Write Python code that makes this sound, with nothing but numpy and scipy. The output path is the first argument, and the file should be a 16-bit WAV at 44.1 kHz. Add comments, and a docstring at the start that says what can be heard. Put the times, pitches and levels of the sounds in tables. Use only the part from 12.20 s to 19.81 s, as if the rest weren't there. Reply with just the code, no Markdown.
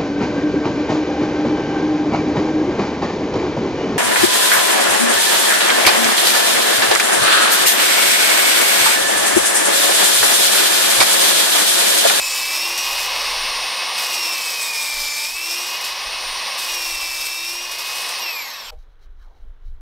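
"""Outdoors: a cordless mitre saw makes three passes through a plank, then brakes.
The motor sags under each cut and races free between them; the free blade roars in the air.
Teeth spray chips and make the steel blade ring; it squeals in the cuts.
The sound of the saw cuts off abruptly in mid run-down; then hands turn the plank over
against a steady, dull background. Wind bumps a mono microphone throughout."""
import sys
import numpy as np
from scipy import signal
from scipy.fft import rfft, irfft, next_fast_len
from scipy.io import wavfile
from scipy.ndimage import map_coordinates

SR = 44100
rng = np.random.default_rng(int(sys.argv[2]) if len(sys.argv) > 2 else 0)


def transcribe(signal):
    """Save signal, clipped to [-1, 1], as a 16-bit WAV file at the path in sys.argv[1]."""
    frames = np.atleast_2d(signal).T
    limited = np.clip(frames, -1, 1)
    pcm = np.round(limited * 32767).astype(np.int16)
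    wavfile.write(sys.argv[1], SR, pcm)


N = 335595
TIME = np.arange(N) / SR

# wind gusts (time [s], half width [s], level [dB])
WIND_GUSTS = [(0.05, 0.19, -55.5), (0.75, 0.19, -47), (1.21, 0.2, -42), (2.804, 0.071, -47),
              (3.17, 0.088, -54), (3.98, 0.2, -46), (4.77, 0.23, -44), (5.4, 0.35, -56), (6.57, 0.064, -35),
              (6.9, 0.33, -43), (7.28, 0.071, -35.5), (7.517, 0.14, -34)]
# hands shifting grip (time [s], half width [s], level [dB])
HAND_GRIPS = [(6.61, 0.035, -67), (6.72, 0.04, -82), (6.836, 0.024, -64.5), (7.034, 0.043, -67.5),
              (7.177, 0.073, -76), (7.474, 0.03, -69.5)]
# air roar, louder as the head is drawn out (time [s], level [dB])
ROAR_LEVELS = [(0, -36.5), (1, -29), (1.8, -31.5), (3.05, -42), (3.45, -34.5), (4.3, -32.5), (5.15, -41),
               (5.95, -33), (6.5, -43)]
# passes through the plank (start [s], through [s], motor drag [Hz], attack [s],
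# easing from [s], easing [Hz/s], contact level [dB])
PASSES = [(-0.9, 0.379, 49, 0.09, -0.27, 40.4, -24.2), (1.727, 3.045, 90.6, 0.516, 2.723, 70.6, -26),
          (4.355, 5.234, 42, 0.135, 4.69, 34, -27.7)]
# blade drawn back along the kerf (start [s], fade from [s], contact level [dB], fade [dB/s])
KERF_SCRAPES = [(0.348, 0.796, -26.5, 31.5), (3.025, 3.487, -28.5, 57), (5.2, 5.296, -30.5, 30),
                (5.64, 5.856, -31.5, 110)]
# blade snatching at the wood (time [s], contact level [dB], 20 dB decay [s])
SNATCHES = [(0.575, -24, 0.03), (1.778, -30, 0.1), (3.61, -33.5, 0.068), (3.641, -27.5, 0.099),
            (4.378, -29, 0.13), (5.512, -31.5, 0.088), (5.583, -29.5, 0.14), (5.884, -32, .1)]
# blade squeals in the cuts, then two steady rings as the saw brakes
# (time [s], half width [s], frequency [Hz], relative level [dB])
BLADE_TONES = [(0.057, 0.16, 7135, -36), (0.197, .09, 5240, -40.5), (0.2, .2, 2935, -44),
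               (2.2, 0.17, 3731, -46), (2.25, .2, 3077, -44), (2.9, .14, 5040, -43), (2.91, .13, 5240, -41),
               (2.92, .13, 4368, -43), (2.917, 0.078, 7098, -40), (2.946, 0.057, 6332, -41),
               (3.0, .14, 5294, -43), (5.004, 0.07, 3731, -41), (5.0, .08, 6270, -50),
               (5.19, .08, 3731, -39), (6.25, .22, 4057, -50), (6.3, .16, 5430, -48)]
# shaft hum, rotor whine, tooth note, its octave, whistle (shaft order, base level [dB],
# load gain [dB], resonance [Hz], half width [Hz], lift [dB], load roughness, flicker [dB])
DRIVE_TONES = [(1, -62, 3, 346, 13, 16, 0.07, 1.1), (7, -48, 3, 2430, 180, 13.5, 0.1, 2.2),
               (8, -53, 9.5, 2580, 470, 20, 0.13, 1.5), (16, -46.5, 5.5, 5500, 200, 15, 0.18, 2.8),
               (25, -48, 4, 9122, 62, 13.5, 0.35, 1.3)]
# braking whines (shaft order, relative level [dB])
BRAKE_WHINES = [(3, -5), (16, -3), (17, -6), (20, -6), (24, -5), (25, 0), (36, -5), (37, -3), (41, -5),
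                (42, 2), (43, -7), (49, -6)]

# spectra (frequency [Hz], relative density [dB])
OUTDOOR_SPECTRUM = [(71, -25), (120, -6), (164, -24), (332, -17), (465, -15.5), (591, -20), (1540, -19.5),
                    (2530, -31), (3500, -28), (4550, -61), (7700, -120)]  # steady, dull background
BUFFET_SPECTRUM = [(10, -13), (22, 10), (36, 0.5), (48, -5.5), (62, -9), (80, -14.5), (110, -35),
                   (200, -38), (500, -70)]  # wind
RUSTLE_SPECTRUM = [(1290, -26), (2200, 0), (2650, -13), (3060, 0), (3560, -12), (3830, 5), (4610, -6),
                   (6200, -6.5), (7520, -18), (12400, -16), (15000, -19)]  # hands shifting
ROAR_SPECTRUM = [(60, -35), (150, -24), (230, -18), (350, -17), (520, -4), (640, -5), (780, -1.5),
                 (930, 0.5), (1090, 5), (1250, -2.5), (1420, -18), (2200, -5.5), (5000, -50.5)]  # air in the guard
RUSH_SPECTRUM = [(300, -38.5), (1000, -17), (1450, -4.5), (2000, 1.5), (2400, -0.5), (2620, -1.5),
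                 (3050, 1), (3800, 3), (5550, 3), (6300, -8), (7200, -15), (11400, -20.5), (12400, -12),
                 (13600, -29)]  # air at the teeth
SCREECH_SPECTRUM = [(300, -24.5), (1000, -3.5), (1500, -13.5), (2600, -10), (4300, -18), (5400, 4.5),
                    (6500, -3.5), (8000, 1), (10000, -10.5), (12600, 0.5), (15500, -12)]  # gear buzz in a cut
CHIP_SPECTRUM = [(150, -33.5), (400, -6.5), (1000, -6.5), (1500, -1), (2600, 1.5), (3300, 6.5), (4400, 7),
                 (5400, 6), (6500, 0), (8200, 2), (11200, -4.5), (12900, 3), (13700, -2), (15700, -6.5)]  # tearing wood

# resonances (frequency [Hz], width [Hz], relative level [dB])
PLANK_MODES = [(477, 19, 5), (620, 18, 2), (770, 25, 4), (1910, 85, -34), (2970, 100, -25)]
HOUSING_MODES = [(1045, 170, -5.5), (2650, 180, 7.5), (3410, 200, -2), (4100, 91, -11), (5460, 110, 5),
                 (6200, 303, -15), (7300, 160, -4), (7780, 260, -7), (12020, 380, -1), (12540, 360, 1.5)]
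BLADE_MODES = [(2552, 42, -1.5), (3716, 12, 1.5), (5030, 40, -1), (5150, 24, 1.5), (5360, 72, -2.5),
               (5890, 31, -2.5), (6270, 30, -8), (6740, 55, -8.5), (7200, 20, -4), (8100, 110, -7),
               (9130, 70, -8), (9480, 73, -9), (10400, 59, -8), (11820, 80, -10), (12200, 83, -17)]

FREE_HZ, INERTIA_S = 364.5, 0.217  # motor shaft
GEAR_RATIO, TOOTH_ORDER = 5, 8  # shaft turns per blade turn, teeth per shaft turn
BRAKE_S, BRAKE_ATTACK_S, BRAKE_HZ_PER_S = 5.997, 0.027, 356
CUTOFF_S = 6.506  # saw sound ends abruptly


def amp(db):
    """Decibels to gain."""
    return 10 ** (np.asarray(db) / 20)


def unit(x):
    """Scale to rms 1."""
    return x / np.sqrt(np.mean(x ** 2) + 1e-20)


def noise():
    """White noise."""
    return rng.standard_normal(N)


def wobble(rate_hz):
    """Smooth random curve with knots at rate_hz."""
    knots = rng.standard_normal(int(N * rate_hz / SR) + 4)
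    return map_coordinates(knots, [TIME * rate_hz], mode="nearest")


def swell(time_s, half_s):
    """Bell-shaped rise and fall."""
    return np.exp(-((TIME - time_s) / half_s) ** 2)


def stroke(start_s, end_s, attack_s, fade_db_per_s):
    """Attack, hold until end_s, steady fade."""
    attack = np.clip((TIME - start_s) / attack_s, 0, 1)
    return attack * amp(-fade_db_per_s * np.maximum(TIME - end_s, 0))


def filtered(x, response):
    """Apply a frequency response."""
    size = next_fast_len(N + SR // 4)
    return irfft(rfft(x, size) * response(np.fft.rfftfreq(size, 1 / SR)), size)[:N]


def coloured(x, spectrum):
    """Shape by a spectrum; rms 1."""
    points_hz, db = np.transpose(spectrum)
    return unit(filtered(x, lambda hz: amp(np.interp(np.log(hz + 1), np.log(points_hz), db))))


def ringing(x, modes):
    """Excite damped modes; rms 1."""
    t = np.arange(SR // 8) / SR
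    ring = sum(amp(db) * width_hz * np.exp(-np.pi * width_hz * t) * np.cos(2 * np.pi * hz * t)
               for hz, width_hz, db in modes)
    return unit(signal.fftconvolve(x, ring)[:N])


def per_turn(turns, orders, gains, size=4096):
    """Wave repeating each turn; random phase per order."""
    lines = np.zeros(size // 2 + 1, complex)
    lines[orders] = gains * np.exp(2j * np.pi * rng.random(len(orders)))
    return np.interp(turns % 1 * size, np.arange(size), unit(irfft(lines)))


def background():
    """Steady, dull outdoor noise."""
    return amp(-64 + 1.5 * wobble(12)) * coloured(noise(), OUTDOOR_SPECTRUM)


def wind(breeze_db=-68):
    """Slow lumps of air on the microphone."""
    gusts = sum(amp(db) * swell(time_s, half_s) for time_s, half_s, db in WIND_GUSTS)
    return (amp(breeze_db) + gusts) * amp(1.5 * wobble(10)) * coloured(noise(), BUFFET_SPECTRUM)


def hands():
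    """Faint dry rustle, swelling at each change of grip."""
    grips = amp(-76.5) + sum(amp(db) * swell(time_s, half_s) for time_s, half_s, db in HAND_GRIPS)
    return grips * coloured(noise() * amp(2.1 * wobble(400)), RUSTLE_SPECTRUM)


def palm_slide(time_s=7.03, attack_s=0.05, from_hz=1400, to_hz=500, glide_s=0.06):
    """A palm slides along the wood; the hollow under it deepens."""
    hz = to_hz + (from_hz - to_hz) * np.exp(-np.maximum(TIME - time_s, 0) / glide_s)
    hollow = np.real((wobble(750) + 1j * wobble(750)) * np.exp(2j * np.pi * np.cumsum(hz) / SR))
    return amp(-57.5) * stroke(time_s - attack_s, time_s, attack_s, fade_db_per_s=40) * hollow


def plank_bump(time_s=6.529, attack_s=0.02):
    """The plank bumps the table once and rings."""
    envelope = stroke(time_s - attack_s, time_s, attack_s, fade_db_per_s=420)
    return amp(-44) * envelope * ringing(noise(), PLANK_MODES)


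def windage(load, buzz, crowd):
    """Blade and fan churn the air, gears sing through it; the rush thins under load and braking."""
    roar_db = np.interp(TIME, *np.transpose(ROAR_LEVELS))
    roar = amp(roar_db + 0.54 * wobble(30)) * coloured(noise(), ROAR_SPECTRUM)
    slowing = np.clip((TIME - BRAKE_S) / 0.26, 0, 1)
    rush_db = 6 - 1.7 * load - 3 * slowing + 0.45 * wobble(40)  # re roar
    rush = amp(rush_db) * coloured(noise() + 0.077 * buzz, RUSH_SPECTRUM)
    plate = amp(-7.5) * ringing(noise(), BLADE_MODES[:1])  # airflow excites the lowest mode
    return roar + amp(roar_db) * (rush + plate + amp(-5.5) * crowd)


def guard(x, decay_s=0.0033):
    """Crowded modes of the metal guard make a gliding tone flare and fade."""
    t = np.arange(SR // 50) / SR
    ring = rng.standard_normal(len(t)) * np.exp(-t / decay_s)
    return unit(signal.fftconvolve(x, ring)[:N])


def drag(t, start_s, through_s, drag_hz, attack_s, ease_s, ease_hz_per_s):
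    """Motor drag [Hz] of one cut: builds, eases with the hand, ends at breakthrough."""
    push_hz = drag_hz - ease_hz_per_s * np.maximum(t - ease_s, 0)
    sinking = 1 - np.exp(-np.maximum(t - start_s, 0) / attack_s)
    in_wood = np.clip((through_s - t) / 0.05 + 0.5, 0, 1)
    return push_hz * sinking * in_wood


def motor_speed():
    """Shaft speed [Hz]: lags the load through inertia, falls steadily under the brake."""
    t = np.arange(-SR, N) / SR  # first cut starts before time zero
    drag_hz = sum(drag(t, *cut) for *cut, _ in PASSES)
    step = 1 / (INERTIA_S * SR)
    sag_hz = signal.lfilter([step], [1, step - 1], drag_hz)[SR:]
    return FREE_HZ - sag_hz - BRAKE_HZ_PER_S * np.maximum(TIME - BRAKE_S, 0)


def gears(turns):
    """Buzz of shaft overtones; crowd of blade orders around rotor whine and tooth note."""
    orders = np.arange(2, 48)
    gains = amp(2.5 * rng.standard_normal(len(orders))) / (1 + (orders / 42) ** 6)
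    buzz = per_turn(turns + 0.0035 * wobble(140), orders, gains)
    crowd = per_turn(turns / GEAR_RATIO, [30, 36, 37, 38, 39, 45], [0.5, 0.5, 1, 0.4, 0.6, 0.45])
    return buzz, crowd * (1 + 0.5 * wobble(40))


def brake(turns, buzz):
    """Braking windings buzz: falling whines flare as they cross the housing modes."""
    orders, db = np.transpose(BRAKE_WHINES)
    whines = per_turn(turns + 0.0027 * wobble(200), np.rint(orders).astype(int), amp(db))
    whines *= 1 + 0.3 * wobble(130)
    whines = unit(whines + 0.7 * guard(whines))
    housing = ringing(whines + 0.6 * buzz + 0.9 * noise(), HOUSING_MODES)
    overtones = amp(-5) * coloured(guard(buzz) + guard(whines), RUSH_SPECTRUM)
    envelope = stroke(BRAKE_S - BRAKE_ATTACK_S, BRAKE_S, BRAKE_ATTACK_S, fade_db_per_s=11)
    return amp(-33.5) * envelope * (housing + overtones)


def drive(speed_hz, turns, load, fade_db_per_s=0.4):
    """Tones swell with load and near resonance; run-out shakes the tooth notes each blade turn."""
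    runout = np.cos(2 * np.pi * turns / GEAR_RATIO)
    brake_load = 0.85 * stroke(BRAKE_S, BRAKE_S + 0.3, BRAKE_ATTACK_S, fade_db_per_s=25)
    out = np.zeros(N)
    for order, db, load_db, hz, half_hz, lift_db, roughness, flicker_db in DRIVE_TONES:
        is_tooth_note = order % TOOTH_ORDER == 0
        torque = np.maximum(load ** 1.2, brake_load * is_tooth_note)
        resonance_db = lift_db / (1 + ((order * speed_hz - hz) / half_hz) ** 4)
        level_db = db + load_db * torque + resonance_db + flicker_db * wobble(32)
        shake = 1 + is_tooth_note * (0.12 + 0.26 * load) * runout
        rough = (0.08 + roughness * np.maximum(load, brake_load)) * (wobble(170) + 1j * wobble(170))
        out += amp(level_db) * shake * np.real((1 + rough) * np.exp(2j * np.pi * order * turns))
    return out * amp(-fade_db_per_s * TIME)


def blade_tones():
    """Single blade modes swell and waver: squeals in the cuts, two steady rings as the saw brakes."""
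    out = np.zeros(N)
    for time_s, half_s, hz, db in BLADE_TONES:
        envelope = amp(db + 7.5) * swell(time_s, half_s) * (1 + 0.19 * wobble(70))
        out += envelope * np.sin(2 * np.pi * hz * TIME + 0.45 * wobble(45))
    return out


def tooth_contact(free_rattle_db=-43, half_buried_hz=8.7, scrape_attack_s=0.037):
    """How hard the teeth work: running free, cutting, or scraping on the way back."""
    power = (amp(free_rattle_db) * (TIME < BRAKE_S)) ** 2
    for *cut, db in PASSES:
        depth = (drag(TIME, *cut) / half_buried_hz) ** 2
        power += (amp(db) * depth / (1 + depth)) ** 2
    for start_s, end_s, db, fade_db_per_s in KERF_SCRAPES:
        power += (amp(db) * stroke(start_s, end_s, scrape_attack_s, fade_db_per_s)) ** 2
    return np.sqrt(power)


def uneven_teeth(turns):
    """No two teeth cut alike: blade orders above the tooth note, flaring in the guard."""
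    orders = np.arange(62, 125)
    comb = per_turn(turns / GEAR_RATIO, orders, amp(3 * rng.standard_normal(len(orders))))
    return coloured(guard(comb), CHIP_SPECTRUM)


def cutting(speed_hz, turns, contact, buzz, crowd):
    """Each tooth tears out a burst of chips; teeth and drive ring the blade."""
    bite = contact * amp(1.3 * wobble(18) + 0.7 * wobble(90))
    for time_s, db, decay_s in SNATCHES:
        bite += amp(db) * stroke(time_s, time_s, attack_s=0.002, fade_db_per_s=20 / decay_s)
    blade_turns = turns / GEAR_RATIO
    tooth = np.cos(2 * np.pi * TOOTH_ORDER * turns)
    orders = np.arange(1, 13)
    uneven = per_turn(blade_turns, orders, 1 / np.sqrt(orders))
    tearing = noise() * amp(5.5 * tooth + 1.5 * uneven + 1.8 * wobble(1500))
    chips = amp(-5 + 1.4 * wobble(60)) * coloured(tearing, CHIP_SPECTRUM)
    steel = amp(-6.2 + wobble(12)) * ringing(unit(tearing) + 0.55 * buzz, BLADE_MODES)
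    screech = amp(-8.5) * coloured(guard(buzz), SCREECH_SPECTRUM)
    groan = per_turn(blade_turns, [4, 15], [0.25, 1]) * (1 + 0.4 * wobble(20))
    sag = 1 - speed_hz / FREE_HZ
    strain = sag * (amp(-13) * groan + amp(-9) * crowd)  # labouring motor
    return bite * (chips + steel + screech + strain + amp(-11) * uneven_teeth(turns))


def scene():
    """Saw, then hands over the background; wind throughout. Both channels alike."""
    speed_hz, contact = motor_speed(), tooth_contact()
    turns = np.cumsum(speed_hz * (1 + 0.0004 * wobble(45))) / SR  # shaft angle with flutter
    load = np.clip(contact * amp(23.5), 0, 1)
    buzz, crowd = gears(turns)
    saw = (drive(speed_hz, turns, load) + cutting(speed_hz, turns, contact, buzz, crowd)
           + blade_tones() + windage(load, buzz, crowd) + brake(turns, buzz))
    after_saw = background() + hands() + palm_slide() + plank_bump()
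    mono = np.where(TIME < CUTOFF_S, saw, after_saw) + wind()
    return np.array([mono, mono])


def record(dry, top_hz=15750):
    """Steep low-pass."""
    return np.array([filtered(x, lambda hz: np.clip((top_hz - hz) / 100 + 0.5, 0, 1)) for x in dry])


dry = scene()
out = record(dry)
transcribe(out)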